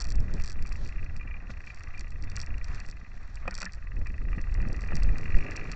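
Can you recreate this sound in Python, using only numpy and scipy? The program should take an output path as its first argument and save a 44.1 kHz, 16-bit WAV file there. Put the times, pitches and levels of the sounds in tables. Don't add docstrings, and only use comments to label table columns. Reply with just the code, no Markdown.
import sys
import numpy as np
from scipy import signal
from scipy.fft import rfft, irfft, next_fast_len
from scipy.io import wavfile
from scipy.ndimage import uniform_filter1d, map_coordinates

SR = 44100
rng = np.random.default_rng(int(sys.argv[2]) if len(sys.argv) > 2 else 0)


def unload_audio(sound):
    columns = np.transpose(np.atleast_2d(sound))
    steps = np.round(np.clip(columns, -1, 1) * 32767)
    wavfile.write(sys.argv[1], SR, steps.astype(np.int16))


def how_loud(loudness_db):
    steps = np.asarray(loudness_db, float) / 20
    return 10 ** steps


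N = 253575

# time in seconds, speed in turns per second.
CRANK_SPEED = [(0.0, 30.546), (0.476, 30.922), (0.494, 39.75), (0.613, 29.69), (1.247, 29.242),
               (1.9, 30.174), (2.139, 25.366), (2.35, 25.434), (2.763, 30.885), (3.104, 17.584),
               (3.499, 21.592), (3.581, 24.228), (3.976, 20.574), (4.71, 42.849), (5.146, 44.416),
               (5.158, 38.446), (5.51, 55.176), (5.75, 46.947)]
# time in seconds, pop peak in dB, exhaust brightness in dB.
ENGINE_LOAD = [(0, -44, 7), (.2, -43.5, -5), (.4, -44.5, 6.5), (.8, -39, 1.5), (1.15, -45, 8.5),
               (1.32, -42, 10), (1.5, -44.5, 6), (1.68, -38.5, -2.5), (1.95, -41, -4), (2.55, -42, 9.5),
               (2.95, -42.5, -4), (3.25, -46, -5), (3.5, -47.5, 11), (3.9, -38.5, -16), (4.22, -42.5, -9),
               (4.5, -34.5, -7.5), (5.35, -36, 5), (5.75, -36.5, 5.5)]


def unit(x):
    return x / np.sqrt(np.mean(x ** 2) + 1e-20)


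def curves(rows):
    s, *columns = np.transpose(rows)
    t = np.arange(N) / SR
    return [np.interp(t, s, column) for column in columns]


def wobble(rate):
    knots = rng.standard_normal(int(N * rate / SR) + 4)
    return map_coordinates(knots, [np.arange(N) * rate / SR])


def swells(rows):
    t = np.arange(N) / SR
    return sum(np.outer(db, np.exp(-.5 * ((t - s) / spread) ** 2)) for s, spread, *db in rows)


def filtered(x, response):
    m = next_fast_len(N + SR // 2)
    return irfft(rfft(x, m) * response(np.fft.rfftfreq(m, 1 / SR)), m)[:N]


def rush(spectrum):
    f, db = np.transpose(spectrum)
    noise = rng.standard_normal(N)
    return unit(filtered(noise, lambda hz: how_loud(np.interp(np.log(hz + 1), np.log(f + 1), db))))


def ringing(x, modes):
    def response(f):
        total = 0
        for k, (hz, width, db) in enumerate(modes):
            resonance = 1j * f * width / (hz * hz - f * f + 1j * f * width)
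            total = total + (-1) ** k * how_loud(db) * resonance
        return total

    impulse_peak = np.pi * sum(width * how_loud(db) for hz, width, db in modes) / SR
    return filtered(x, response) / impulse_peak


def place(times, shapes):
    at = np.round(np.asarray(times) * SR).astype(int)[:, None] + np.arange(shapes.shape[1])
    return np.bincount(at.ravel(), shapes.ravel(), N + shapes.shape[1])[:N]


def blows(times, db, shape, rough):
    puff = rough * shape * rng.standard_normal((len(times), len(shape)))
    puff[:, 0] += 1
    return place(times, how_loud(db)[:, None] * puff)


def gusts():
    # time in seconds, wind strength in dB.
    breeze = [(0, -31.5), (.2, -22), (.5, -27), (1.1, -27), (1.4, -31.5), (1.8, -34), (2.2, -29.5),
              (2.7, -27), (3.06, -35.5), (3.45, -33), (3.75, -33.5), (4, -29), (4.35, -21.5), (4.6, -21),
              (4.85, -27), (5.1, -15.5), (5.45, -25.5), (5.75, -26.5)]
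    # time in seconds, spread in seconds, push in dB, flutter in dB.
    puffs = [(.2, 0.14, 5.5, 6.5), (.3, 0.049, -7, 0.5), (.37, 0.034, 5.5, 9.5), (.83, 0.033, 0.5, 9),
             (1.26, 0.032, -5, -1), (1.45, 0.037, -10.5, -2), (1.52, 0.086, 3.5, 2.5),
             (1.66, 0.061, -9, -1), (2.25, 0.045, 2, 4), (2.43, 0.055, -3.5, -1), (2.51, 0.047, 4.5, 4.5),
             (2.76, 0.038, -1, 0.5), (2.85, 0.013, -6, 2.5), (3.45, 0.03, 3.5, 5), (3.66, 0.041, -7, -4),
             (3.991, 0.035, 6.5, 9), (4.301, 0.11, -2.5, 2), (4.52, 0.078, -2, -8),
             (4.7, 0.069, -0.5, 10.5), (5.22, 0.059, -8, 1), (5.365, 0.033, 15.5, 13),
             (5.47, 0.023, -7.5, 7.5), (5.65, 0.18, -5.5, 3.5), (4.39, 0.017, -7, 7.5),
             (4.93, 0.032, 2, 11.5), (4.58, 0.026, 4, 10), (.1, 0.031, 0.5, 1.5), (.45, 0.026, 0, 0),
             (.6, 0.053, 4.5, 3), (1.12, 0.033, -1, 0), (2, .04, -0.5, 1.5), (2.62, 0.043, -2.5, -3.5),
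             (3.02, 0.068, -4, 2), (3.2, 0.035, 1.5, 2.5), (3.85, 0.041, 0.5, -2), (4.12, 0.054, -1, 0.5),
             (4.82, 0.039, -1.5, 3), (5.06, 0.032, 3.5, 0.5), (5.3, 0.033, 1, 1.5)]
    strength_db, = curves(breeze)
    push_db, flutter_db = swells(puffs)
    flutter_base_db, flutter_growth = -50, 0.88
    flutter_db = flutter_base_db + flutter_growth * (strength_db + 28.5) + flutter_db
    return strength_db + push_db, flutter_db


def wind():
    # frequency in Hz, level in dB per Hz.
    push_spectrum = [(4.7, -27.5), (8.0, 6.5), (16, 0.5), (29, -2), (67, -10.5), (100, -18.5), (130, -28.5),
                     (170, -43), (290, -120)]
    # frequency in Hz, level in dB per Hz.
    flutter_spectrum = [(53, -35.5), (90, 1.5), (130, -4), (178, -6.5), (337, -17.5), (642, -25),
                        (694, -32.5), (900, -29.5), (1170, -68), (1980, -120)]
    buffet_db, flutter_db = gusts()
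    eddy = wobble(33)
    push = rush(push_spectrum)
    span, evenness = round(0.09 * SR), 0.77
    power = np.abs(uniform_filter1d(uniform_filter1d(push ** 2, span), span)) + 0.0092
    push = unit(how_loud(.8 * eddy) * push / power ** (evenness / 2))
    lumps = how_loud(1.4 * eddy + 0.62 * wobble(40) + 2.36 * wobble(110))
    flutter = unit(lumps * rush(flutter_spectrum))
    return how_loud(buffet_db - 2.0) * push + how_loud(flutter_db - 0.77) * flutter


def squeak(track):
    hz, db = curves(track)
    level = how_loud(db + 3.3 * wobble(120))
    return level * np.sin(2 * np.pi * np.cumsum(hz + 40 * wobble(150)) / SR)


def ride():
    # time in seconds, frame shake in dB, grit in dB.
    shake_and_grit = [(0, -50, -70), (.15, -59.5, -72.5), (.35, -54.5, -68), (.58, -58, -71.5),
                      (.83, -56, -68.5), (1.16, -60, -72.5), (1.32, -57.5, -75), (1.45, -59, -73.5),
                      (1.9, -57, -70.5), (2.16, -62.5, -73.5), (2.39, -53, -71.5), (2.59, -59, -74.5),
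                      (2.73, -50, -64.5), (2.96, -63, -72.5), (3.55, -55.5, -70.5), (3.92, -63.5, -75),
                      (4.97, -53, -67.5), (5.75, -51, -63.5)]
    # frequency in Hz, level in dB per Hz.
    wash_spectrum = [(260, -17), (450, -13), (736, -1.5), (819, -7.5), (973, -5), (1210, -2), (1520, -3),
                     (1920, 0), (2210, -11), (2380, -6), (2630, -9), (2970, -33.5), (3200, -33.5),
                     (4160, -53), (7040, -120)]
    # frequency in Hz, level in dB per Hz.
    grit_spectrum = [(1760, -44.5), (3000, -9), (3880, -6), (4380, -1.5), (5000, -8.5), (5660, -3),
                     (6240, -10.5), (7390, -12.5), (8290, -27.5), (9010, -35), (11700, -70), (19800, -120)]
    # time in seconds, spread in seconds, level in dB over the grit.
    grass = [
        (.85, .04, 6.5),
        (1.508, .012, 15),
        (1.688, 0.024, 9.5),
        (2.72, 0.074, 2),
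        (4.07, 0.0047, 8),
        (4.67, 0.012, 2),
        (5.57, 0.0094, 3),
    ]
    # time in seconds, pitch in Hz, level in dB.
    saddle = [(2.255, 3480, -110), (2.27, 3560, -73), (2.3, 3660, -71), (2.34, 3570, -74),
              (2.365, 3480, -110)]
    # time in seconds, pitch in Hz, level in dB.
    tensioner = [(.29, 1344, -110), (.31, 1480, -63), (0.359, 1686, -64), (.42, 1780, -61),
                 (.48, 1720, -58), (.54, 1466, -62), (.56, 1380, -110)]
    wash_db, grit_db = curves(shake_and_grit)
    wash_lumps = how_loud(1.8 * wobble(70) + 1.5 * wobble(250))
    wash = how_loud(wash_db + .6) * unit(wash_lumps * rush(wash_spectrum))
    grit_lumps = how_loud(1.5 * wobble(90) + 2 * wobble(400))
    grit = how_loud(grit_db + swells(grass)[0] + 1.2) * unit(grit_lumps * rush(grit_spectrum))
    return wash + grit + squeak(saddle) + squeak(tensioner)


def intake():
    # frequency in Hz, level in dB per Hz.
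    roar_spectrum = [(150, -60.5), (260, 0), (450, -5), (800, -17), (1500, -120)]
    roar_db = -55 + 1 * (curves(CRANK_SPEED)[0] - 46.5)
    return how_loud(roar_db) * unit(how_loud(4.6 * wobble(65)) * rush(roar_spectrum))


def fin():
    # time in seconds, peak in dB.
    pings = [(1.212, -41), (1.277, -43), (1.311, -40.5), (1.341, -38.5), (1.67, -36.5), (1.7, -39.5),
             (1.947, -38.5), (1.981, -40), (4.067, -44), (4.075, -44), (4.33, -40.5), (4.609, -44),
             (4.887, -40), (5.079, -44), (5.369, -41), (5.564, -39), (0.662, -43), (5.13, -43),
             (5.168, -46)]
    fin_hz, rise_s, t60_s = 2430, 0.00056, 0.052
    s, db = np.transpose(pings)
    t = np.arange(SR // 20) / SR
    hz = fin_hz * (1 + 0.0078 * rng.standard_normal((len(s), 1)) - 0.84 * t)
    envelope = how_loud(db[:, None] - 60 * t / t60_s) * (1 - np.exp(-(t / rise_s) ** 2))
    return place(s, envelope * np.sin(2 * np.pi * hz * t))


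def pitched_knocks():
    # time in seconds, peak in dB, ring pitch in Hz.
    pitched_ruts = [(3.477, -27, 2484), (3.5085, -37, 1860), (3.513, -40, 1860), (3.526, -46, 2350),
                    (3.55, -46, 1900), (3.6116, -41, 2000), (3.627, -37, 2580), (3.6594, -33, 1780),
                    (3.6652, -37.5, 1847), (3.671, -35, 1740), (3.6915, -45, 1900)]
    rise_s, t60_s = 0.00086, 0.036
    s, db, hz = np.transpose(pitched_ruts)[..., None]
    t = np.arange(SR // 30) / SR
    steps = rng.standard_normal((len(s), len(t) // 40 + 1))
    rasp = 1 + .35 * steps.repeat(40, 1)[:, :len(t)]
    envelope = how_loud(db + 1 - 60 * t / t60_s) * (1 - np.exp(-(t / rise_s) ** 2))
    ring = envelope * rasp * np.sin(2 * np.pi * hz * t)
    tube_band = signal.butter(4, [1200, 3000], "bandpass", fs=SR, output="sos")
    return signal.sosfilt(tube_band, place(s[:, 0], ring))


def knocks():
    # time in seconds, peak in dB, hollow ring in dB, thud in dB.
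    ruts = [(0.295, -40.5, -25, -10), (1.495, -41, -15, 2.5), (1.5028, -41, -4, -7),
            (2.3727, -34, -25, -23), (3.4544, -38, -7, -7), (3.477, -27, -10, -26), (3.481, -38, 7, -6.5),
            (3.523, -39, -22, -9), (3.4868, -34, -13, -8), (3.507, -48, -22, -20), (3.532, -39, -28, -32),
            (3.615, -31.5, -16, -24), (3.6429, -34.5, -11.5, -6.5), (3.655, -42, -30, -21),
            (3.665, -41, -25, -13), (3.67, -50, -25, -14), (3.5828, -34.5, -16, -17),
            (3.609, -36.5, -27, -25), (3.627, -27, -15.5, -14.5), (3.6595, -41.5, -31, -2),
            (4.063, -42, -25, -20), (4.92, -29.5, -9, -20)]
    # frequency in Hz, width in Hz, level in dB.
    tubes = [(1147, 234, 3), (1444, 130, 5.5), (1780, 200, -1.5), (2000, 90, -11.5)]
    tank = [(524, 110, -3), (880, 100, -11), (358, 84, -8.5)]
    fork = [(190.2, 22, 6.5), (300, 50, -8.5)]
    s, db, hollow_db, thud_db = np.transpose(ruts)
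    jolt = how_loud(-60 * np.arange(SR // 30) / SR / .025)
    clank = ringing(blows(s, db - 5, jolt, rough=0.29), tubes)
    no_bass = signal.butter(2, 950, "highpass", fs=SR, output="sos")
    clank = signal.sosfilt(no_bass, clank)
    hollow = ringing(blows(s, db + hollow_db + 3.5, jolt, rough=0.043), tank)
    thud = ringing(blows(s, db + thud_db - 2.5, jolt, rough=0.0064), fork)
    no_treble = signal.butter(3, 2400, fs=SR, output="sos")
    return signal.sosfilt(no_treble, clank + hollow + thud)


def contacts():
    # time in seconds, peak in dB.
    hits = [(.0095, -31), (0.0169, -34.5), (0.0203, -28.5), (.0427, -35), (0.1034, -33.5), (.121, -34),
            (0.087, -42), (3.587, -36), (1.174, -51), (2.3164, -49), (1.9943, -37), (2.0083, -36.5),
            (2.3579, -38.5), (2.365, -27.5), (2.4013, -32.5), (2.415, -29), (2.801, -38), (3.5096, -36.5),
            (3.5422, -34.5), (3.5516, -28), (3.5784, -34), (3.603, -33.5), (3.6178, -27.5), (3.6291, -32),
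            (3.654, -28), (4.954, -31.5), (4.967, -33.5), (5.562, -36), (5.5667, -32), (5.7164, -33),
            (0.1555, -38), (0.2032, -39), (.3387, -36), (0.6248, -39.5), (0.7236, -40.5), (1.0446, -49),
            (1.1656, -42.5), (1.7458, -42), (1.8351, -42), (1.9778, -45.5), (2.299, -40.5), (2.463, -40.5),
            (2.5817, -46.5), (2.6437, -37.5), (2.7465, -41.5), (3.356, -38.5), (3.479, -39.5), (3.734, -39),
            (4.071, -44), (4.4147, -43), (4.542, -41), (4.618, -48), (4.686, -45), (4.7289, -39.5),
            (4.764, -44.5), (5.033, -35), (5.1829, -36), (5.212, -45.5), (5.3518, -42.5), (5.51, -39),
            (4.9477, -48), (4.9812, -56), (5.0002, -47), (5.0284, -52), (5.2412, -48), (5.3703, -47),
            (5.3847, -45), (5.6423, -52), (5.6655, -63), (5.7227, -41), (2.3722, -47), (2.6526, -50),
            (2.7293, -53), (2.794, -54), (3.344, -52), (4.12, -58), (3.992, -54),
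            (.0025, -32), (0.0512, -38.5), (.0697, -41.5), (0.0912, -39.5), (.1117, -42), (.3989, -46),
               (0.4117, -48), (.4201, -38.5), (.4382, -33), (0.4458, -37.5), (0.4592, -37), (0.4664, -40.5),
               (0.4766, -35.5), (.4855, -40.5), (.4981, -35), (0.5062, -40.5), (0.5184, -38.5),
               (.5274, -41), (.6613, -45.5), (0.6708, -43), (.6772, -47), (.6917, -43), (0.7276, -39.5),
               (.7383, -55), (.758, -50), (.7629, -45.5), (0.8487, -45.5), (.8647, -45), (.8755, -42),
               (.8884, -47), (1.665, -50), (1.795, -50.5), (2.08, -54), (2.1053, -45), (2.1186, -51),
               (2.2243, -43), (2.239, -46.5), (2.244, -48), (2.3828, -44), (2.3926, -40), (2.423, -45),
               (2.4278, -41), (2.684, -46.5), (2.7553, -46), (2.863, -45), (2.8803, -51.5), (2.887, -42),
               (2.8992, -42), (2.9124, -41), (3.5607, -53), (3.5671, -46), (3.5922, -49), (3.609, -36.5),
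               (3.6447, -39), (3.7216, -45), (3.7473, -47), (4.8084, -41), (4.8188, -45), (4.847, -49),
               (4.8748, -48)]
    graze_count, graze_db = 45, -57
    at, soft = rng.random((graze_count, 2)).T
    grazes = [at * (N - 1) / SR, graze_db - 2 * np.log(soft)]
    struck = np.array(hits).T
    return np.concatenate([struck, grazes], axis=1)


def rattle():
    # frequency in Hz, width in Hz, level in dB.
    loose_part = [(3230, 250, -7), (4517, 374, -1), (5693, 317, -1.5), (7220, 630, -9), (7954, 1040, -15)]
    s, db = contacts()
    t = np.arange(SR // 80) / SR
    tick = ringing(blows(s, db + 5.5, how_loud(-60 * t / 0.013), rough=0.085), loose_part)
    return signal.sosfilt(signal.butter(6, 3950, "highpass", fs=SR, output="sos"), tick)


def firings():
    # start in seconds, end in seconds, change in dB.
    stutter = (4.395, 4.87, -7)
    # time in seconds, level in dB over the load.
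    odd_firings = [(.215, -22), (.247, -16), (.314, -1), (.347, -9), (.533, -23), (.689, -16), (.79, -31),
                   (.824, -23), (.994, 0.5), (1.126, -10), (1.196, -2), (1.334, -20), (1.435, -13),
                   (1.503, 5), (1.536, -3), (1.73, -8), (1.809, -3), (3.381, -19), (2.081, -13),
                   (2.201, -13), (2.713, 0), (1.265, -14), (4.059, 2.5), (3.33, -21), (1.3, -11),
                   (3.78, -8), (4.999, -5), (5.045, -4), (5.134, -30), (5.674, -4.5), (4.44, -1.5),
                   (4.497, -2.5), (4.627, 5), (4.84, 1), (5.07, -7), (5.11, -11), (5.18, -1.5),
                   (5.21, -5.5), (5.257, 4), (5.386, 5), (5.467, 5), (5.52, 3.5), (5.537, -7),
                   (5.595, -1.5), (5.448, -0.5), (5.484, 0.5), (4.38, 3.5), (4.91, 0), (4.97, -3),
                   (5.023, 1.5), (5.574, 4.5)]
    # time in seconds, peak in dB.
    offbeat_pops = [(0.397, -39), (0.981, -41), (1.209, -40.5), (1.2744, -40), (1.309, -41.5), (1.34, -42.5),
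                    (1.78, -50), (2.0687, -42.5), (2.3698, -35.5), (2.4134, -50), (2.802, -41.5),
                    (3.0458, -41.5), (3.371, -41), (3.477, -33.5), (3.58, -43), (3.6112, -36.5),
                    (3.6261, -31.5), (3.66, -35.5), (4.0668, -36.5), (4.3286, -38), (4.3896, -36.5),
                    (4.9672, -37), (5.055, -47), (5.3433, -29.5)]
    first_turn = .585
    uneven_db, early_late_s = 1.05, 0.00098
    turns = np.cumsum(curves(CRANK_SPEED)[0]) / SR - first_turn
    s = np.interp(np.arange(int(turns[-1]) + 1), turns, np.arange(N) / SR)
    chance = rng.standard_normal((len(s), 2))
    db = curves(ENGINE_LOAD)[0][(s * SR).astype(int)] + uneven_db * chance[:, 0]
    weak_from, weak_to = np.searchsorted(s, stutter[:2])
    db[weak_from:weak_to:2] += stutter[2]
    for at, odd_db in odd_firings:
        db[np.abs(s - at).argmin()] += odd_db
    return np.concatenate([[s + early_late_s * chance[:, 1], db], np.transpose(offbeat_pops)], axis=1)


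def engine():
    # frequency in Hz, level in dB, rise in seconds, t60 in seconds.
    chambers = [(1210, -9, 0.0015, .05), (1700, -5.5, 0.002, 0.1), (1945, 1, 0.0024, 0.15),
                (2430, 3, 0.0011, 0.024), (2670, 3.5, 0.0009, 0.016)]
    # frequency in Hz, width in Hz, level in dB.
    pipe = [(1198, 18, -1), (1674, 13, -3), (2126, 25, -14.5), (2562, 76, -1.5)]
    s, db = firings()
    t = np.arange(SR // 40) / SR
    bright_db = curves(ENGINE_LOAD)[1][(s * SR).astype(int), None] + 2

    def chance():
        return rng.standard_normal((len(s), 1))

    lasts = .0066 * how_loud(.6 * chance() + .2 * np.maximum(bright_db, 0))
    gate = .13 + .87 / (1 + (t / lasts) ** 14)
    again = how_loud(-15 + 4 * chance()) * np.exp(-((t - .015) / 0.0025) ** 2)
    baffle_s = .0095 + .002 * chance()
    rebound = how_loud(-21 + 5 * chance() + bright_db) * np.exp(-((t - baffle_s) / .002) ** 2)
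    long_hz = chambers[2][0]
    after = again * np.sin(2 * np.pi * long_hz * t) + rebound * np.sin(2 * np.pi * 2460 * t)
    ring = 0
    for hz, level_db, rise, t60 in chambers:
        tone = np.sin(2 * np.pi * hz * (1 + 0.015 * chance()) * t)
        scatter_db = 1.2 + 3.4 * (hz < 1500)
        size_db = level_db + scatter_db * chance() + 0.52 * bright_db * (hz > 2200)
        ring = ring + how_loud(size_db - 60 * t / t60) * (1 - np.exp(-(t / rise) ** 2)) * tone
    steps = rng.standard_normal((len(s), len(t) // 32 + 1))
    rasp = 1 + .25 * steps.repeat(32, 1)[:, :len(t)]
    pops = place(s - .0009, how_loud(db - 5.5)[:, None] * rasp * (gate * ring + after))
    gas = ringing(blows(s, db - 23, how_loud(-60 * t / .04), rough=.3), pipe)
    housing = signal.cheby2(8, 35, [600, 3150], "bandpass", fs=SR, output="sos")
    return signal.sosfilt(housing, pops + gas)


def scene():
    background = wind() + ride() + intake()
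    struck = fin() + pitched_knocks() + knocks() + rattle()
    return (background + struck + engine())[None]


def low_pass(x):
    return signal.sosfilt(signal.butter(12, 9160, fs=SR, output="sos"), x)


def record(dry):
    ceiling, offset = .5, .005
    rounded = ceiling * np.tanh(dry[0] / ceiling)
    limited = filtered(rounded, lambda hz: 1 / (1 + (hz / 8700) ** 30))
    return low_pass(limited[None] + offset)


dry = scene()
out = record(dry)
unload_audio(out)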